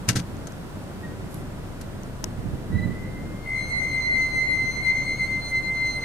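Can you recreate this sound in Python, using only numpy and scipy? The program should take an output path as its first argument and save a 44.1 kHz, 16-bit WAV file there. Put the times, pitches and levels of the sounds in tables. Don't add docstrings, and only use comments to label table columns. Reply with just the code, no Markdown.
import sys
import numpy as np
from scipy.fft import rfft, irfft, next_fast_len
from scipy.io import wavfile
from scipy.ndimage import map_coordinates

SR = 44100
rng = np.random.default_rng(int(sys.argv[2]) if len(sys.argv) > 2 else 0)


def unload_audio(sound):
    columns = np.transpose(np.atleast_2d(sound))
    steps = np.round(np.clip(columns, -1, 1) * 32767)
    wavfile.write(sys.argv[1], SR, steps.astype(np.int16))


N = 266584
TIME_S = np.arange(N) / SR


def amp(db):
    return 10 ** (np.asarray(db) / 20)


def unit(x):
    return x / np.sqrt(np.mean(x ** 2) + 1e-20)


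def along(points, hz):
    f, value = np.transpose(points)
    return np.interp(np.log(hz + 1), np.log(f + 1), value)


def curves(rows):
    s, *columns = np.transpose(rows)
    return [np.interp(TIME_S, s, column) for column in columns]


def wobble(rate):
    points = rng.standard_normal(int(N * rate / SR) + 4)
    return map_coordinates(points, [np.arange(N) * rate / SR])


def wobbles(rate):
    return np.array([wobble(rate), wobble(rate)])


def filtered(x, response):
    m = next_fast_len(N + SR // 2)
    return irfft(rfft(x, m) * response(np.fft.rfftfreq(m, 1 / SR)), m)[..., :N]


def pan(db):
    return amp([[db / 2], [-db / 2]])


def cycle(hz):
    return 2 * np.pi * np.cumsum(hz) / SR


def swells(rows):
    return sum(amp(db) * np.exp(-.5 * ((TIME_S - s) / length) ** 2) for s, db, length in rows)


# pitch_hz, likeness (1 = identical)
LIKENESS = [(40, .7), (150, .62), (600, .58), (1500, .35), (4000, .2), (12000, .1)]


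def rush(spectrum):
    def mid_side_gains(hz):
        turn = np.arccos(np.clip(along(LIKENESS, hz), -1, 1)) / 2
        return amp(along(spectrum, hz)) * [np.cos(turn), np.sin(turn)]

    mid, side = filtered(rng.standard_normal((2, N)), mid_side_gains)
    return unit(np.array([mid + side, mid - side]))


# start_s, firing_rate_hz, level_db
ENGINE_IDLE = [(0, 26, -48), (.9, 30, -50), (1.25, 30, -49), (1.55, 26.2, -44), (2.3, 26.3, -42.5),
               (6.04, 26.4, -43.5)]
# multiple of the firing rate, relative_level_db
ENGINE_ORDERS = [(1, 0), (2, -3), (3, -8), (4, -5), (5, -1), (7, -10)]
# pitch_hz, level_db
FAN_AND_BELT = [(380, -57.5), (984, -63.5), (1556, -89)]


def engine():
    hz, level_db = curves(ENGINE_IDLE)
    phase = cycle(hz + 0.16 * wobble(5.6))
    boom = 0
    for order, order_db in ENGINE_ORDERS:
        loudness = amp(level_db + order_db + 0.6 * wobble(3.1))
        start_phase = rng.uniform(0, 2 * np.pi)
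        boom = boom + loudness * np.sin(order * phase + start_phase + 0.089 * wobbles(0.61))
    whine = 0
    for pitch_hz, whine_db in FAN_AND_BELT:
        tone = np.sin(cycle(pitch_hz * (1 + 0.004 * wobble(12))))
        whine = whine + amp(whine_db + 1.1 * wobbles(5.11)) * tone
    return np.sqrt(2) * (boom * pan(0.4) + whine)


# start_s, level_db
TYRE_LEVEL = [(0, -37), (1.3, -35.5), (1.7, -37), (2.3, -37.5), (2.85, -33.5), (3.2, -32), (3.5, -39),
              (4.2, -37), (6.04, -38.5)]
# pitch_hz, relative_level_db (per Hz)
RUMBLE_COLOUR = [(20, -25), (40, -20), (52, -3), (70, -5.5), (95, 2.5), (120, -3), (190, -0.5), (240, -5),
                 (300, -4.5), (420, -14.5), (600, -16.5), (1000, -56.5), (2000, -26), (4000, -85)]
# start_s, level_db
WINDOW_LEVEL = [(0, -43), (1.2, -43.5), (2.3, -44), (3.2, -44.5), (3.8, -42.5), (6.04, -42.5)]
# pitch_hz, relative_level_db (per Hz)
AIR_COLOUR = [(200, -11.5), (450, -2), (700, -3), (1000, -7), (1500, -8.5), (2000, -16.5), (2600, -17),
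              (4000, -20.5), (6500, -24.5), (9000, -25.5), (12000, -29.5), (14400, -29), (15600, -31)]


def road():
    rumble = amp(curves(TYRE_LEVEL)[0] + 1.5 * wobble(17)) * rush(RUMBLE_COLOUR)
    air = amp(curves(WINDOW_LEVEL)[0]) * rush(AIR_COLOUR)
    return rumble + air


# start_s, scuff_db, thud_db, scuff_t60_s (time for the scuff to fade 60 dB).
GRIP_SHIFTS = [(0.078, -36.5, -54, .1), (0.083, -27, -21.5, 0.11), (0.0875, -17.5, -28.5, .03),
               (0.092, -16.5, -18, 0.057), (0.127, -41, -30, .06), (.153, -31, -24.5, 0.1),
               (.157, -22.5, -17.5, 0.074), (.167, -32, -18, 0.077), (0.188, -35, -18.5, 0.06),
               (.194, -36.5, -33, 0.06), (.468, -40, -59, 0.075), (1.34, -49, -57, .04),
               (1.81, -39, -53, 0.065), (2.24, -25, -27.5, 0.016), (4.287, -42, -56, .03)]
# pitch_hz, relative_level_db (per Hz)
SCUFF_COLOUR = [(150, 10.5), (500, 3.5), (900, -3), (1700, 5), (2800, 0.5), (4200, 4), (6400, 3.5),
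                (9000, -1), (13500, -13), (16000, -37)]
# pitch_hz, relative_level_db, t60_s
THUD_TONES = [(122.4, 1.5, 0.14), (172.5, -1, 0.14), (236, -3.5, 0.068)]
# pitch_hz, relative_level_db, t60_s when free
SHELL_TONES = [(844, -19, 0.055), (1347, 0, 0.074), (1547, 1, 0.078), (1960, -1.5, 0.052), (2790, -5, 0.1),
               (4350, -8, .08), (6130, 4, 0.065), (7130, -3, 0.055)]
CLACK_DB, FREE_RING_S = -12, 0.063
CHATTER_DB, CHATTER_RATE = 3, 900


def knocks():
    scuff, thud, clack = np.zeros(N), np.zeros(N), np.zeros(N)
    t = np.arange(SR // 4) / SR
    rise = 1 - np.exp(-t / 0.002)
    for s, scuff_db, thud_db, t60 in GRIP_SHIFTS:
        span = slice(round(s * SR), round(s * SR) + len(t))
        scuff[span] += rise * amp(scuff_db - 60 * t / t60)
        for hz, db, life in THUD_TONES:
            thud[span] += rise * amp(thud_db + db - 60 * t / life) * np.sin(2 * np.pi * hz * t)
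        damped = min(t60 / FREE_RING_S, 1)
        for hz, db, life in SHELL_TONES:
            ring_db = scuff_db + CLACK_DB + db + rng.normal(0, 2.2) - 60 * t / (life * damped)
            clack[span] += rise * amp(ring_db) * np.sin(2 * np.pi * (hz * t + rng.random()))
    chatter = unit(amp(CHATTER_DB * wobble(CHATTER_RATE)))
    return (scuff * chatter * rush(SCUFF_COLOUR) + clack) * pan(6.2) + thud * pan(-0.49)


# start_s, level_db (before a 12 dB lift and the case), left_minus_right_db
CASE_TICKS = [(0.0891, -1.5, 3.5), (.3691, -41, -1), (0.4716, -33, 15), (.475, -32, 4), (0.522, -36, 2),
              (0.839, -41, -7), (1.816, -36, -1), (2.034, -35.5, 3), (2.2404, -47, 2), (2.242, -15, 13)]
# pitch_hz, width_hz, level_db
CASE_RESONANCES = [(810, 350, -14), (2470, 4500, -10.5), (6170, 990, 4), (11200, 2200, -15)]


def ticks(t60=0.0075, rattle_db=-9):
    snaps, t = np.zeros((2, N)), np.arange(SR // 20) / SR
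    for s, db, side_db in CASE_TICKS:
        snap = (t == 0) + amp(rattle_db - 60 * t / t60) * rng.standard_normal((2, len(t)))
        snaps[:, round(s * SR):][:, :len(t)] += amp(db + 12.0) * pan(side_db) * snap

    def case(f):
        peaks = sum(amp(db) * 1j * f * width / (centre ** 2 - f ** 2 + 1j * f * width)
                    for centre, width, db in CASE_RESONANCES)
        return peaks / (1 + (f / 13500) ** 8)

    return filtered(snaps, case)


def squeal(hz, jitter_hz, wander_hz):
    return cycle(hz + wander_hz * wobble(12) + jitter_hz * wobble(170))


def arch(start, end):
    u = np.clip((TIME_S - start) / (end - start), 0, 1)
    return 4 * u * (1 - u)


def arches(rows):
    return np.max([amp(db) * arch(start, end) for start, end, db in rows], axis=0)


def at_ports(phase, lag, side_db, flutter_db):
    ports = amp([side_db / 2, -side_db / 2])
    balance = ports / np.sqrt(np.mean(ports ** 2, 0))
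    tone = np.sin(phase + np.array([lag, -lag]) / 2)
    return np.sqrt(2) * amp(flutter_db * wobble(130)) * balance * tone


# start_s, end_s, pitch_hz, level_db, octave_db (beside the note)
PAD_CHIRPS = [(1.028, 1.068, 1870, -42, -22), (1.055, 1.14, 1872, -52, -20), (2.715, 2.757, 1950, -45, -16),
              (2.747, 2.776, 1962, -38.5, -17), (2.774, 2.81, 1978, -36.5, -17),
              (2.81, 2.866, 1990, -36.5, -17), (2.867, 2.9, 1980, -44, -15), (2.9, 2.938, 1980, -43, -24),
              (2.94, 3.0, 1982, -46.5, -28), (2.99, 3.1, 1985, -48.5, -22), (3.14, 3.24, 1980, -53, -22)]


def chirps(lean_db=-1, drift_db=2):
    hz = curves([((start + end) / 2, pitch) for start, end, pitch, _, _ in PAD_CHIRPS])[0]
    phase = squeal(hz, jitter_hz=9, wander_hz=2)
    note = arches([(start, end, db) for start, end, _, db, _ in PAD_CHIRPS])
    octave = arches([(start, end, db + octave_db) for start, end, _, db, octave_db in PAD_CHIRPS])
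    sound = 0
    for order, gain in ((1, note), (2, octave)):
        side_db = lean_db + drift_db * wobble(12)
        sound = sound + gain * at_ports(order * phase, .6 * wobble(7), side_db, flutter_db=1.2)
    return sound


# centre_s, level_db, length_s
GRIP_RUBS = [(1.32, -55, 0.011), (1.344, -41.5, 0.0014), (1.37, -54.5, 0.034), (1.815, -43.5, 0.0026)]
# pitch_hz, relative_level_db (per Hz)
RUB_COLOUR = [(3000, -23), (9500, -16), (11600, -11), (13500, -21), (16000, -45.5)]


def rubs():
    return swells(GRIP_RUBS) * rush(RUB_COLOUR)


# start_s, level_db
FIRM_TAP = (2.2405, -33.5)
# pitch_hz, relative_level_db, t60_s
BODY_TONES = [(660, 2, .04), (880, -6.5, .03), (970, 1.5, 0.039), (1550, -2, .025)]


def tap():
    s, tap_db = FIRM_TAP
    t = np.maximum(TIME_S - s, 0)
    return sum(amp(tap_db + db - 60 * t / t60) * np.sin(2 * np.pi * hz * t) for hz, db, t60 in BODY_TONES)


# centre_s, level_db (before the low-pass and the lean to the right), length_s
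LOW_THUMPS = [(2.39, -34.5, 0.014), (2.475, -31, 0.016), (2.545, -29, 0.014), (2.755, -26, 0.03),
              (2.845, -28, 0.021), (2.905, -29, 0.023)]


def thumps():
    low_noise = filtered(rush(RUMBLE_COLOUR), lambda hz: 1 / (1 + (hz / 250) ** 4))
    return swells(LOW_THUMPS) * low_noise * pan(-20.5)


def echoed(phase, rate, direct):
    in_step = (direct + wobbles(rate)) * np.sin(phase)
    out_of_step = wobbles(rate) * np.cos(phase)
    return (in_step + out_of_step) / np.sqrt(direct ** 2 + 2)


# start_s, pitch_hz
SECOND_GLIDE = [(2.95, 2060), (3.1, 2066), (3.28, 2092), (3.38, 2106), (3.46, 2133), (3.6, 2134),
                (3.73, 2127), (4.2, 2133), (4.46, 2131), (4.62, 2110), (4.85, 2132), (5.0, 2134),
                (5.2, 2160), (5.6, 2152)]
# start_s, note_db, octave_db, left_minus_right_db
SECOND_STRENGTH = [(2.88, -66, -80, 3), (2.95, -50, -75, 3), (3.02, -45, -74, 1), (3.11, -52, -76, 1),
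                   (3.15, -48, -76, 1), (3.27, -49, -74, 1), (3.35, -52, -74, 3), (3.42, -51, -70, 5),
                   (3.5, -33, -59, 7), (3.58, -29.5, -57, 7), (3.64, -35, -53, 7), (3.75, -35.5, -48, 7),
                   (3.85, -31.5, -53, 8), (3.92, -37, -53, 4), (3.97, -32, -53, 10), (4.08, -41, -54, 3),
                   (4.16, -32.5, -51, 3), (4.31, -43, -52, 1), (4.4, -39, -51, 1), (4.5, -35.5, -48, -2),
                   (4.6, -41, -50, 0), (4.74, -41, -59, 1), (4.82, -35, -53, 7), (4.93, -31.5, -56, 8),
                   (5.0, -36, -54, 3), (5.1, -32, -51, 4), (5.22, -38, -48.5, 0), (5.3, -41, -53, 0),
                   (5.38, -52, -58, 0), (5.45, -48, -55, -5), (5.55, -56, -64, 0), (6.04, -68, -72, 0)]
SECOND_THIRD_DB = -5.5


def second_brake(note_db=-1.96, bright_db=-1):
    hz = curves(SECOND_GLIDE)[0]
    level_db, octave_db, side_db = curves(SECOND_STRENGTH)
    phase = squeal(hz, jitter_hz=4, wander_hz=1.2)
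    loudness = amp(level_db + note_db + 1.9 * wobble(30))
    note = loudness * at_ports(phase, .8 * wobble(14), side_db + 4 * wobble(26), flutter_db=.5)
    octave = echoed(2 * phase, rate=26, direct=1.1)
    third = amp(SECOND_THIRD_DB) * echoed(3 * phase, rate=26, direct=1.5)
    upper = np.sqrt(2) * (octave + third)
    started = TIME_S > SECOND_STRENGTH[0][0]
    return (note + amp(octave_db + bright_db) * upper) * started


# multiple of the note, relative_level_db, left_minus_right_db
DISC_OVERTONES = [(4, 0.5, -5), (5, -2, -7), (6, -11, -3)]
GRAIN_DB = 2.0


def overtones(phase):
    sound = 0
    for order, db, lean_db in DISC_OVERTONES:
        grainy = amp(db + GRAIN_DB * wobble(190))
        sound = sound + grainy * pan(lean_db) * echoed(order * phase, rate=9 * order, direct=.6)
    return np.sqrt(2) * sound


# start_s, pitch_hz
MAIN_GLIDE = [(3.45, 2067), (3.7, 2065), (3.95, 2071), (4.25, 2065), (4.62, 2066), (5.0, 2074), (5.4, 2078),
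              (5.56, 2071), (5.75, 2080), (5.9, 2072), (6.04, 2072)]
# start_s, right_port_lag_radians
PORT_TURN = [(3.6, .5), (3.66, 3.5), (3.79, 2.7), (3.84, .9), (4.03, .3), (4.07, 2.2), (4.12, 2.3),
             (4.138, 3), (4.17, -.9), (4.28, .1), (4.35, -1.4), (4.43, -.2), (4.48, 2.7), (4.56, .3),
             (4.7, -.9), (4.79, -1), (4.83, -3), (4.86, 0), (4.96, .6), (5.55, -.3), (6.0, .5)]
# start_s, end_s, level_db
LEFT_NOTE = [(3.45, 3.68, -26.5), (3.68, 3.8, -33), (3.76, 3.9, -23.5), (3.89, 4.03, -22.5),
             (4.04, 4.297, -19), (4.293, 4.45, -23), (4.45, 4.6, -19), (4.56, 4.645, -23.5),
             (4.645, 4.72, -22.5), (4.73, 4.775, -33), (4.8, 4.87, -29), (4.84, 4.937, -16.5),
             (4.937, 5.04, -22.5), (5.04, 5.175, -25), (5.185, 5.257, -22), (5.257, 5.42, -23.5),
             (5.4, 5.51, -35), (5.505, 5.615, -22), (5.612, 5.76, -24.5), (5.73, 5.937, -22.5),
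             (5.935, 6.018, -28), (6.012, 6.12, -25)]
RIGHT_NOTE = [(3.45, 3.63, -29.5), (3.61, 3.69, -37), (3.695, 3.815, -23), (3.815, 3.94, -28.5),
              (3.92, 4.1, -26), (4.01, 4.165, -22), (4.14, 4.33, -23), (4.34, 4.49, -20), (4.47, 4.57, -28),
              (4.565, 4.672, -21.5), (4.668, 4.73, -28), (4.745, 4.835, -25.5), (4.84, 5.0, -22.5),
              (4.98, 5.055, -27), (5.05, 5.17, -27), (5.19, 5.275, -22.5), (5.27, 5.43, -27.5),
              (5.435, 5.53, -34), (5.5, 5.635, -22.5), (5.64, 5.81, -25), (5.77, 5.935, -25),
              (5.925, 6.018, -28.5), (6.012, 6.12, -26)]
# start_s, end_s, level_db
LEFT_UPPER = [(3.57, 3.68, -47), (3.67, 3.83, -46), (3.85, 4.01, -45.5), (4.01, 4.095, -42),
              (4.095, 4.19, -40), (4.19, 4.305, -42), (4.33, 4.42, -46), (4.42, 4.665, -44),
              (4.665, 4.815, -39), (4.815, 4.89, -40.5), (4.89, 4.95, -42.5), (4.95, 5.01, -43),
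              (5.0, 5.18, -41), (5.18, 5.29, -44), (5.33, 5.4, -50), (5.41, 5.53, -37.5), (5.53, 5.62, -41),
              (5.63, 5.7, -45), (5.73, 5.99, -37.5), (5.99, 6.1, -48)]
RIGHT_UPPER = [(3.53, 3.71, -41.5), (3.69, 3.82, -37.5), (3.81, 3.9, -43), (3.88, 3.995, -39),
               (3.995, 4.09, -34), (4.09, 4.2, -37), (4.195, 4.29, -37), (4.28, 4.375, -38),
               (4.365, 4.465, -37), (4.455, 4.57, -38.5), (4.55, 4.71, -38.5), (4.71, 4.82, -39),
               (4.82, 4.945, -35.5), (4.94, 5.05, -41.5), (5.05, 5.2, -39), (5.17, 5.29, -38.5),
               (5.3, 5.375, -42), (5.38, 5.53, -38), (5.52, 5.62, -39), (5.62, 5.71, -37.5),
               (5.73, 5.88, -39), (5.8, 6.0, -32), (6.0, 6.1, -37)]
# start_s, end_s, level_db
THIRD_HARMONIC = [(3.53, 3.78, -53.5), (3.78, 3.87, -50), (3.86, 3.95, -52), (3.95, 4.13, -51.5),
                  (4.14, 4.29, -48.5), (4.29, 4.5, -50.5), (4.52, 4.61, -51), (4.61, 4.84, -47),
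                  (4.84, 4.93, -50), (4.92, 5.08, -49), (5.07, 5.18, -52), (5.18, 5.29, -53),
                  (5.28, 5.44, -57), (5.44, 5.53, -49), (5.53, 5.61, -53), (5.61, 5.7, -56),
                  (5.7, 5.84, -56), (5.83, 5.98, -47), (5.98, 6.09, -51)]
# start_s, level_db
SLIP_EDGE = [(3.5, -64), (3.7, -60), (4.3, -62), (4.5, -60.5), (4.9, -63), (5.15, -60), (5.28, -62),
             (5.36, -68), (5.48, -60), (5.6, -63), (5.74, -69), (5.86, -59), (6.04, -61)]
MAIN_START_S, MAIN_ATTACK_S = 3.45, .05
ROUGH_DB, ROUGH_PATCHY_DB = .45, 4
OCTAVE_FLUTTER_DB = 1.5


def main_brake(note_db=0.17, octave_db=0.4, third_db=1.3, upper_db=-1.7):
    phase = squeal(curves(MAIN_GLIDE)[0], jitter_hz=2, wander_hz=1)
    lag = curves(PORT_TURN)[0]
    level_sides = np.zeros(N)

    roughness_db = ROUGH_DB * amp(ROUGH_PATCHY_DB * wobble(8))
    note = np.array([arches(LEFT_NOTE), arches(RIGHT_NOTE)])
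    note = note * at_ports(phase, lag, level_sides, flutter_db=roughness_db)

    octave = np.array([arches(LEFT_UPPER), arches(RIGHT_UPPER)]) * amp(OCTAVE_FLUTTER_DB * wobble(45))
    octave_phase = 2 * phase + .3 * wobble(30)
    octave = octave * at_ports(octave_phase, 1.45 + .5 * wobble(14), level_sides, flutter_db=.9)

    third_phase = 3 * phase + .4 * wobble(30)
    third = at_ports(third_phase, 1 + .6 * wobble(14), -1 + 4 * wobble(22), flutter_db=1.2)
    third = arches(THIRD_HARMONIC) * third

    caught = np.clip((TIME_S - MAIN_START_S) / MAIN_ATTACK_S, 0, 1)
    upper = caught * amp(upper_db + curves(SLIP_EDGE)[0]) * overtones(phase)
    return amp(note_db) * note + amp(octave_db) * octave + amp(third_db) * third + upper


PORT_LAG_S = .00013


def scene():
    def port_delay(hz):
        return np.exp(np.pi * hz * PORT_LAG_S * np.array([[-1j], [1j]]))

    outside = filtered(road() + thumps(), port_delay)
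    phone = knocks() + ticks() + rubs() + tap()
    brakes = chirps() + second_brake() + main_brake()
    return engine() + outside + phone + brakes


# pitch_hz, left_minus_right_db
PORT_TREBLE = [(6500, 0), (8200, -8), (11000, -7), (14000, -3)]
TOP_HZ = 15650


def record(dry, ceiling=0.51):
    heard = filtered(dry, lambda hz: amp(along(PORT_TREBLE, hz) * np.array([[.5], [-.5]])))
    rounded = heard / (1 + np.abs(heard / ceiling) ** 6) ** (1 / 6)
    return filtered(rounded, lambda hz: (hz < TOP_HZ) / np.sqrt(1 + (hz / 15000) ** 40))


dry = scene()
out = record(dry)
unload_audio(out)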